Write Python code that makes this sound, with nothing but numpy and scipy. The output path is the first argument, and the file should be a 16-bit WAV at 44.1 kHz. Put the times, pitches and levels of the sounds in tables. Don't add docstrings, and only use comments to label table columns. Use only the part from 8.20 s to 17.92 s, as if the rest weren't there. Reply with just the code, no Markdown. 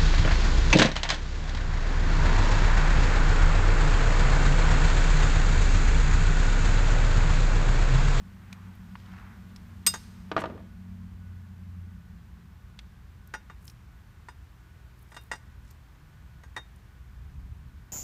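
import sys
import numpy as np
from scipy import signal
from scipy.fft import rfft, irfft
from scipy.io import wavfile
from scipy.ndimage import map_coordinates

SR = 44100
rng = np.random.default_rng(int(sys.argv[2]) if len(sys.argv) > 2 else 0)


def persist_wave(psi):
    counts = np.round(np.clip(psi, -1, 1) * 32767).astype(np.int16)
    wavfile.write(sys.argv[1], SR, np.atleast_2d(counts).T)


N = 428652
HIT_SAMPLES = 10240


def amp(db):
    return 10 ** (np.asarray(db) / 20)


def unit(x):
    return x / np.sqrt(np.mean(x ** 2) + 1e-20)


def struck(x, attack_s=0.008):
    return x / np.sqrt(np.mean(x[:int(attack_s * SR)] ** 2) + 1e-20)


def along(points, hz):
    point_hz, values = np.transpose(points)
    return np.interp(np.log(hz + 1), np.log(point_hz), values)


def curves(rows):
    times, *columns = np.transpose(rows)
    return [np.interp(np.arange(N) / SR, times, column) for column in columns]


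def wobble(rate):
    coarse = np.arange(0, N + 32, 32)
    knots = rng.standard_normal(int(N * rate / SR) + 4)
    return np.interp(np.arange(N), coarse, map_coordinates(knots, [coarse * rate / SR]))


def noise(gain, size=N):
    hz = np.fft.rfftfreq(size, 1 / SR) + 1
    return unit(irfft(rfft(rng.standard_normal(size)) * gain(hz), size))


def resonant_noise(centre_hz, half_width_hz, size=N):
    return noise(lambda hz: 1 / (1 + ((hz - centre_hz) / half_width_hz) ** 2), size)


def tone(hz):
    return np.sqrt(2) * np.sin(2 * np.pi * np.cumsum(hz) / SR)


def fade(t60):
    return np.exp(-np.log(1000) * np.arange(HIT_SAMPLES) / SR / t60)


def mode(hz, t60):
    t = np.arange(HIT_SAMPLES) / SR
    return np.sign(rng.standard_normal()) * np.sin(2 * np.pi * hz * t) * fade(t60)


def body(resonances, spot_hz, spot_db, scatter_db, damping):
    out = 0
    for hz, width, db in resonances:
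        lift_db = spot_db * np.exp(-((hz - spot_hz) / 100) ** 2)
        gain = width * amp(db + lift_db + scatter_db * rng.standard_normal())
        out += gain * mode(hz, t60=np.log(1000) / (np.pi * width * damping))
    return struck(out)


def crack(low_hz, knee_hz, tilt, t60):
    slope = lambda hz: amp(tilt * np.log2(1 + (hz / knee_hz) ** 4) / 4)
    burst = noise(lambda hz: slope(hz) / np.sqrt(1 + (low_hz / hz) ** 4), HIT_SAMPLES)
    return struck(burst * fade(t60) * (1 - fade(0.003)))


def add(track, s, sound):
    start = max(0, round(s * SR))
    track[start:start + len(sound)] += sound[:N - start]


# time in seconds, rotation rate in Hz, relative level in dB.
RUN_DOWN = [(0, 95.8, -51), (1.4, 93.32, -52), (2.9, 91.54, -51), (3.3, 88.9, -52.5), (3.7, 88.5, -51),
            (3.95, 85.45, -55), (5, 84.2, -66), (6.5, 82.75, -70), (8, 75.23, -70.5), (9.72, 70.5, -71.5)]
# multiple of the rotation rate, base level in dB, share of the level's fall taken.
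ROTOR_ORDERS = [(1, -51, .5), (2, -53, 0.97), (2.44, -63, .7)]
# centre in Hz, half width in Hz, lift in dB.
MACHINE_RESONANCES = [(89.54, 2.6, 8), (151.6, 3.03, 12), (175.5, 1.5, 2), (183.5, 1.5, 4.5),
                      (225.3, 3.8, 6.5)]


def machine_hum():
    speed_hz, level_db = curves(RUN_DOWN)
    churned_air = amp(level_db - 1.5) * resonant_noise(188, 22)
    fall_db = level_db - level_db[0]
    tones = np.zeros(N)
    for multiple, db, share in ROTOR_ORDERS:
        hz = multiple * speed_hz
        swell_db = sum(lift * np.exp(-((hz - centre) / width) ** 2)
                       for centre, width, lift in MACHINE_RESONANCES)
        tones += amp(db + share * fall_db + swell_db + 1.5 * wobble(6.1)) * tone(hz)
    mains = amp(-60.5 + 1.5 * wobble(3.8)) * tone(np.full(N, 120))
    return churned_air + tones + mains


def whine(crest_s=2.5, turns_per_swell=58.3, rise_db_per_s=0.02):
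    since_crest = np.arange(N) / SR - crest_s
    turns = np.cumsum(curves(RUN_DOWN)[0]) / SR
    cycle = (turns - np.interp(0, since_crest, turns)) / turns_per_swell
    swell = np.clip(0.5 + np.cos(2 * np.pi * cycle), 0, 1)
    level_db = -73.5 + rise_db_per_s * since_crest + 1.66 * wobble(12)
    return amp(level_db) * swell * tone(1475 + 4 * wobble(25))


# frequency in Hz, relative spectral density in dB.
RUMBLE_SPECTRUM = [(13, -40.5), (22, -19.5), (48, -3.5), (69, 0), (103, -9.5), (203, -17), (253, -25),
                   (285, -23.5), (304, -40.5), (370, -36), (500, -49), (650, -74.5), (1100, -120)]
HISS_SPECTRUM = [(180, -20.5), (300, 0), (543, -8.5), (1110, -3.5), (1370, -6), (1510, -4.5), (1590, -4.5),
                 (2280, -10), (4960, -18.5), (7140, -21), (10100, -25.5), (14500, -21.5), (15500, -30.5)]
# time in seconds, relative level in dB.
HISS_COURSE = [(0, -68), (2, -67.5), (2.4, -70.5), (4.4, -71), (7, -70), (9.72, -70.5)]
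# time in seconds, rise of the rumble in dB.
HANDLING_RISE = [(8.8, 0), (9.15, 13), (9.5, 8), (9.72, 3)]


def background():
    rumble_db = -51.5 + 0.9 * wobble(4)
    colour = lambda hz: amp(along(RUMBLE_SPECTRUM, hz)) / np.sqrt(1 + (32 / hz) ** 4)
    handling_gain = np.sqrt(np.abs(amp(curves(HANDLING_RISE)[0]) ** 2 - 1))
    handling = handling_gain * noise(lambda hz: colour(hz) / np.sqrt(1 + (hz / 105) ** 2))
    rumble = amp(rumble_db) * (noise(colour) + handling)
    drone = amp(rumble_db - 6.5) * resonant_noise(59, 4)
    hiss = amp(curves(HISS_COURSE)[0] + 7) * noise(lambda hz: amp(along(HISS_SPECTRUM, hz)))
    return rumble + drone + hiss


# start in seconds, length in seconds, level at mid-stroke in dB, band centre in Hz.
STROKES = [(0.02, 0.7, -62, 1280), (0.785, .46, -55.3, 1240), (0.647, 0.43, -68, 3260),
           (2.159, 0.062, -41.5, 1800), (2.18, 0.053, -56, 6000), (5.392, 0.15, -64, 10000),
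           (6.77, 0.091, -67, 13100), (6.859, 0.096, -71, 8000), (6.98, 0.12, -67, 13000),
           (7.41, 0.15, -70, 5480)]


def rubbing(width_octaves=0.659):
    out = np.zeros(N)
    slipping = wobble(220)
    for s, length_s, db, centre_hz in STROKES:
        size = int(length_s * SR)
        slip_depth_db = 1.3 + np.log2(centre_hz / 1000)
        slips = unit(amp(slip_depth_db * slipping[int(s * SR):][:size]))
        stroke = noise(lambda hz: np.exp(-0.5 * (np.log2(hz / centre_hz) / width_octaves) ** 2), size)
        add(out, s, amp(db) * stroke * slips * np.sqrt(np.hanning(size)))
    return out


def thread_catches(start_s=0.8, gap_s=0.06, hz=2970, tilt=-20):
    return [(start_s + k * gap_s, -56.5 - k, hz, tilt) for k in range(4)]


# start in seconds, relative level in dB, pitch in Hz, treble tilt in dB per octave.
SNAPS = [(0.3274, -39.5, 2380, -11), (0.5525, -62, 13500, -2), (0.754, -38, 1050, -76),
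         (1.3612, -46.5, 5300, -12.5), (4.59, -40.5, 3260, -22), (5.0738, -55, 12880, -2),
         (5.4785, -44.5, 5170, -7), (5.498, -49.5, 5415, -6), (7.5095, -53, 13460, -14),
         (8.5601, -60.5, 9500, 0)]


def terminals(t60=0.023, relative_width=0.09):
    out = np.zeros(N)
    for s, db, hz, tilt in list(SNAPS) + thread_catches():
        band = resonant_noise(hz, relative_width * hz, HIT_SAMPLES)
        cluster = struck(band * fade(t60) * (1 - fade(0.0018)))
        tick = 0.93 * crack(0.45 * hz, 4800, tilt, 1.1 * t60)
        add(out, s, amp(db - 4.5) * struck(tick + cluster))
    return out


# frequency in Hz, relative level in dB, nominal t60 in seconds.
METAL_MODES = [(2783, -17, .16), (3503, -21, .12), (3703, -13, .2), (4651, -21, .11), (4987, -10, .125),
               (5241, -23, .1), (5774, -11, .12), (6250, -22, .11), (6560, -12, .1), (6623, -12, .11),
               (7363, -14, .1), (8094, -10, .1), (8414, -6, .085), (9006, -15, .09), (9519, -12, .11),
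               (10570, -26, .09), (11630, -17, .08), (12360, -18, .11), (15080, -24, .07)]


def metal_ring(spot_hz, spot_db, tilt, scatter_db=4, split_hz=5.2, sustain=1.1):
    modes = np.zeros(HIT_SAMPLES)
    for hz, db, t60 in METAL_MODES:
        lift_db = tilt * np.log2(hz / spot_hz) + spot_db * np.exp(-((hz - spot_hz) / 150) ** 2)
        modes += amp(db + lift_db + scatter_db * rng.standard_normal()) * mode(hz, sustain * t60)
    beat = 0.3 + 0.7 * np.cos(np.pi * split_hz * np.arange(HIT_SAMPLES) / SR)
    return struck(beat * modes) * (1 - fade(0.012))


# frequency in Hz, nominal bandwidth in Hz, relative level in dB.
PANEL_MODES = [(416, 110, -10.5), (651, 9, -18.5), (872, 29, 3.5), (975, 45, -0.5), (1187, 58, -0.5),
               (1439, 34, 3), (1594, 28, -0.5), (1780, 34, -0.5), (1915, 65, 0.5), (2130, 19, -7),
               (2420, 90, -15.5)]


def metal_contact(db, hardness, mode_hz, lift_db, panel_hz):
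    by_hardness = lambda soft, hard: np.interp(hardness, (0, 1), (soft, hard))
    t60 = by_hardness(0.078, 0.036)
    ring_gain = amp(by_hardness(-19, 14.5) + 0.33 * lift_db)
    ring = ring_gain * metal_ring(mode_hz, lift_db, tilt=by_hardness(-8.5, 3.5))
    modes = body(PANEL_MODES, panel_hz, spot_db=8.5, scatter_db=0.5, damping=0.8)
    panels = struck(modes + 0.53 * crack(600, 1800, -20, t60)) * (1 - fade(0.0033))
    thump = amp(-19) * crack(280, 500, -24.5, t60=0.12)
    edge = amp(by_hardness(-21.5, 15)) * crack(2300, 7800, by_hardness(-29.4, -3.5), 0.76 * t60)
    return amp(db) * (thump + panels + edge), amp(db) * ring


# start in seconds, panel level in dB, hardness from 0 to 1, rebound delay
# in seconds (0 for none), favoured high mode in Hz, its lift in dB, favoured panel frequency in Hz.
METAL_STRIKES = [(1.6645, -36, 1, 0, 6590, 3.5, 1900), (1.6672, -41.5, 1, 0, 8414, 8.5, 1915),
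                 (1.6705, -37, 0.88, 0.000065, 4990, 13.5, 1250), (1.699, -52, 0.6, 0.004, 6620, 1, 1590),
                 (1.7383, -34, 0.37, 0.017, 6620, 7, 1580), (5.1379, -33.5, 0.16, 0.0097, 5780, 5.5, 1580),
                 (5.298, -44.5, 0, 0, 7360, 3, 1201), (6.085, -41.5, .05, 0, 4990, 8.5, 986),
                 (6.918, -50.5, 0.15, 0.0039, 3488, 6, 1930), (6.944, -51, 0.35, 0, 2780, 5, 1915),
                 (6.9646, -43, 0.3, 0.0039, 2780, 11.5, 1330), (7.1145, -29, .17, .02, 2780, 6, 1915),
                 (7.153, -53, .4, 0.0026, 2780, 9, 1914), (8.235, -54, 0.25, 0.00032, 6570, 8, 1590),
                 (8.3639, -33.5, 0.17, .01, 3700, 18, 1915)]


def metal(rebound_loss_db_per_s=429.5):
    blows, ringing = np.zeros(N), np.zeros(N)
    for s, db, hardness, rebound_s, *spot in METAL_STRIKES:
        blow, ring = metal_contact(db, hardness, *spot)
        add(blows, s, blow)
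        add(ringing, s, ring)
        if rebound_s > 0:
            rebound, _ = metal_contact(db - rebound_loss_db_per_s * rebound_s, hardness, *spot)
            add(blows, s + rebound_s, rebound)
    return blows, ringing


def settling(s, wood_db, crack_db, first_gap_s=0.018, gap_growth=2.4, dulling=2.7):
    k = np.arange(4)
    times = s + np.cumsum(first_gap_s * gap_growth ** k)
    loss_db = 6.5 * (k + 1) ** 1.2
    return list(zip(times, wood_db - loss_db, crack_db - dulling * (loss_db - loss_db[0])))


# frequency in Hz, nominal bandwidth in Hz, relative level in dB.
BENCH_MODES = [(145, 14, 3), (231.8, 14, -16), (308, 21, 7.5), (390, 19, -15), (458, 86, 0.5),
               (644, 53, 8.5), (753, 52, 0), (934, 37, 5.5), (1203, 77, 7.5), (1475, 73, -1),
               (1740, 120, -5), (1910, 54, -9), (2460, 180, -13)]
# start in seconds, wood level in dB, relative crack level in dB.
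BOUNCES = [(2.1154, -29.5, -38.5), (2.1651, -20.5, -38), (2.178, -25, -40), (2.218, -34, -46),
           (2.2387, -28, -45.5), (2.3784, -50.5, -72)]


def bench():
    out = np.zeros(N)
    last_firm_knock = BOUNCES[-2]
    for s, wood_db, crack_db in list(BOUNCES) + settling(*last_firm_knock):
        modes = body(BENCH_MODES, spot_hz=650, spot_db=1, scatter_db=-2, damping=0.72)
        wood = struck(modes + 0.32 * crack(360, 1560, -18, t60=0.11))
        boom = amp(-21) * crack(210, 380, -12.5, t60=0.98)
        edge = amp(crack_db - 1.5) * crack(2200, 3260, -21.5, t60=0.032)
        add(out, s, amp(wood_db) * (wood + boom) + edge)
    return signal.sosfilt(signal.butter(2, 8000, fs=SR, output="sos"), out)


# frequency in Hz, reverberation time in seconds.
REVERB_TIMES = [(100, .5), (300, .5), (1000, .35), (4000, 1), (8000, 0.7), (15000, .42)]


def room(x):
    hz, t, spectrum = signal.stft(rng.standard_normal(SR), SR, nperseg=256)
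    decay = np.exp(-np.log(1000) * t / along(REVERB_TIMES, hz)[:, None])
    _, tail = signal.istft(spectrum * decay, SR, nperseg=256)
    return signal.fftconvolve(x, tail / np.linalg.norm(tail))[:N]


def scene():
    blows, ringing = metal()
    work = blows + bench() + terminals() + rubbing()
    reverberation = amp(-21) * room(work + 0.28 * ringing)
    return (work + ringing + reverberation + machine_hum() + whine() + background())[None]


def record(dry, stopband_hz=16400):
    return signal.sosfilt(signal.cheby2(14, 70, stopband_hz, fs=SR, output="sos"), dry)


dry = scene()
out = record(dry)
persist_wave(out)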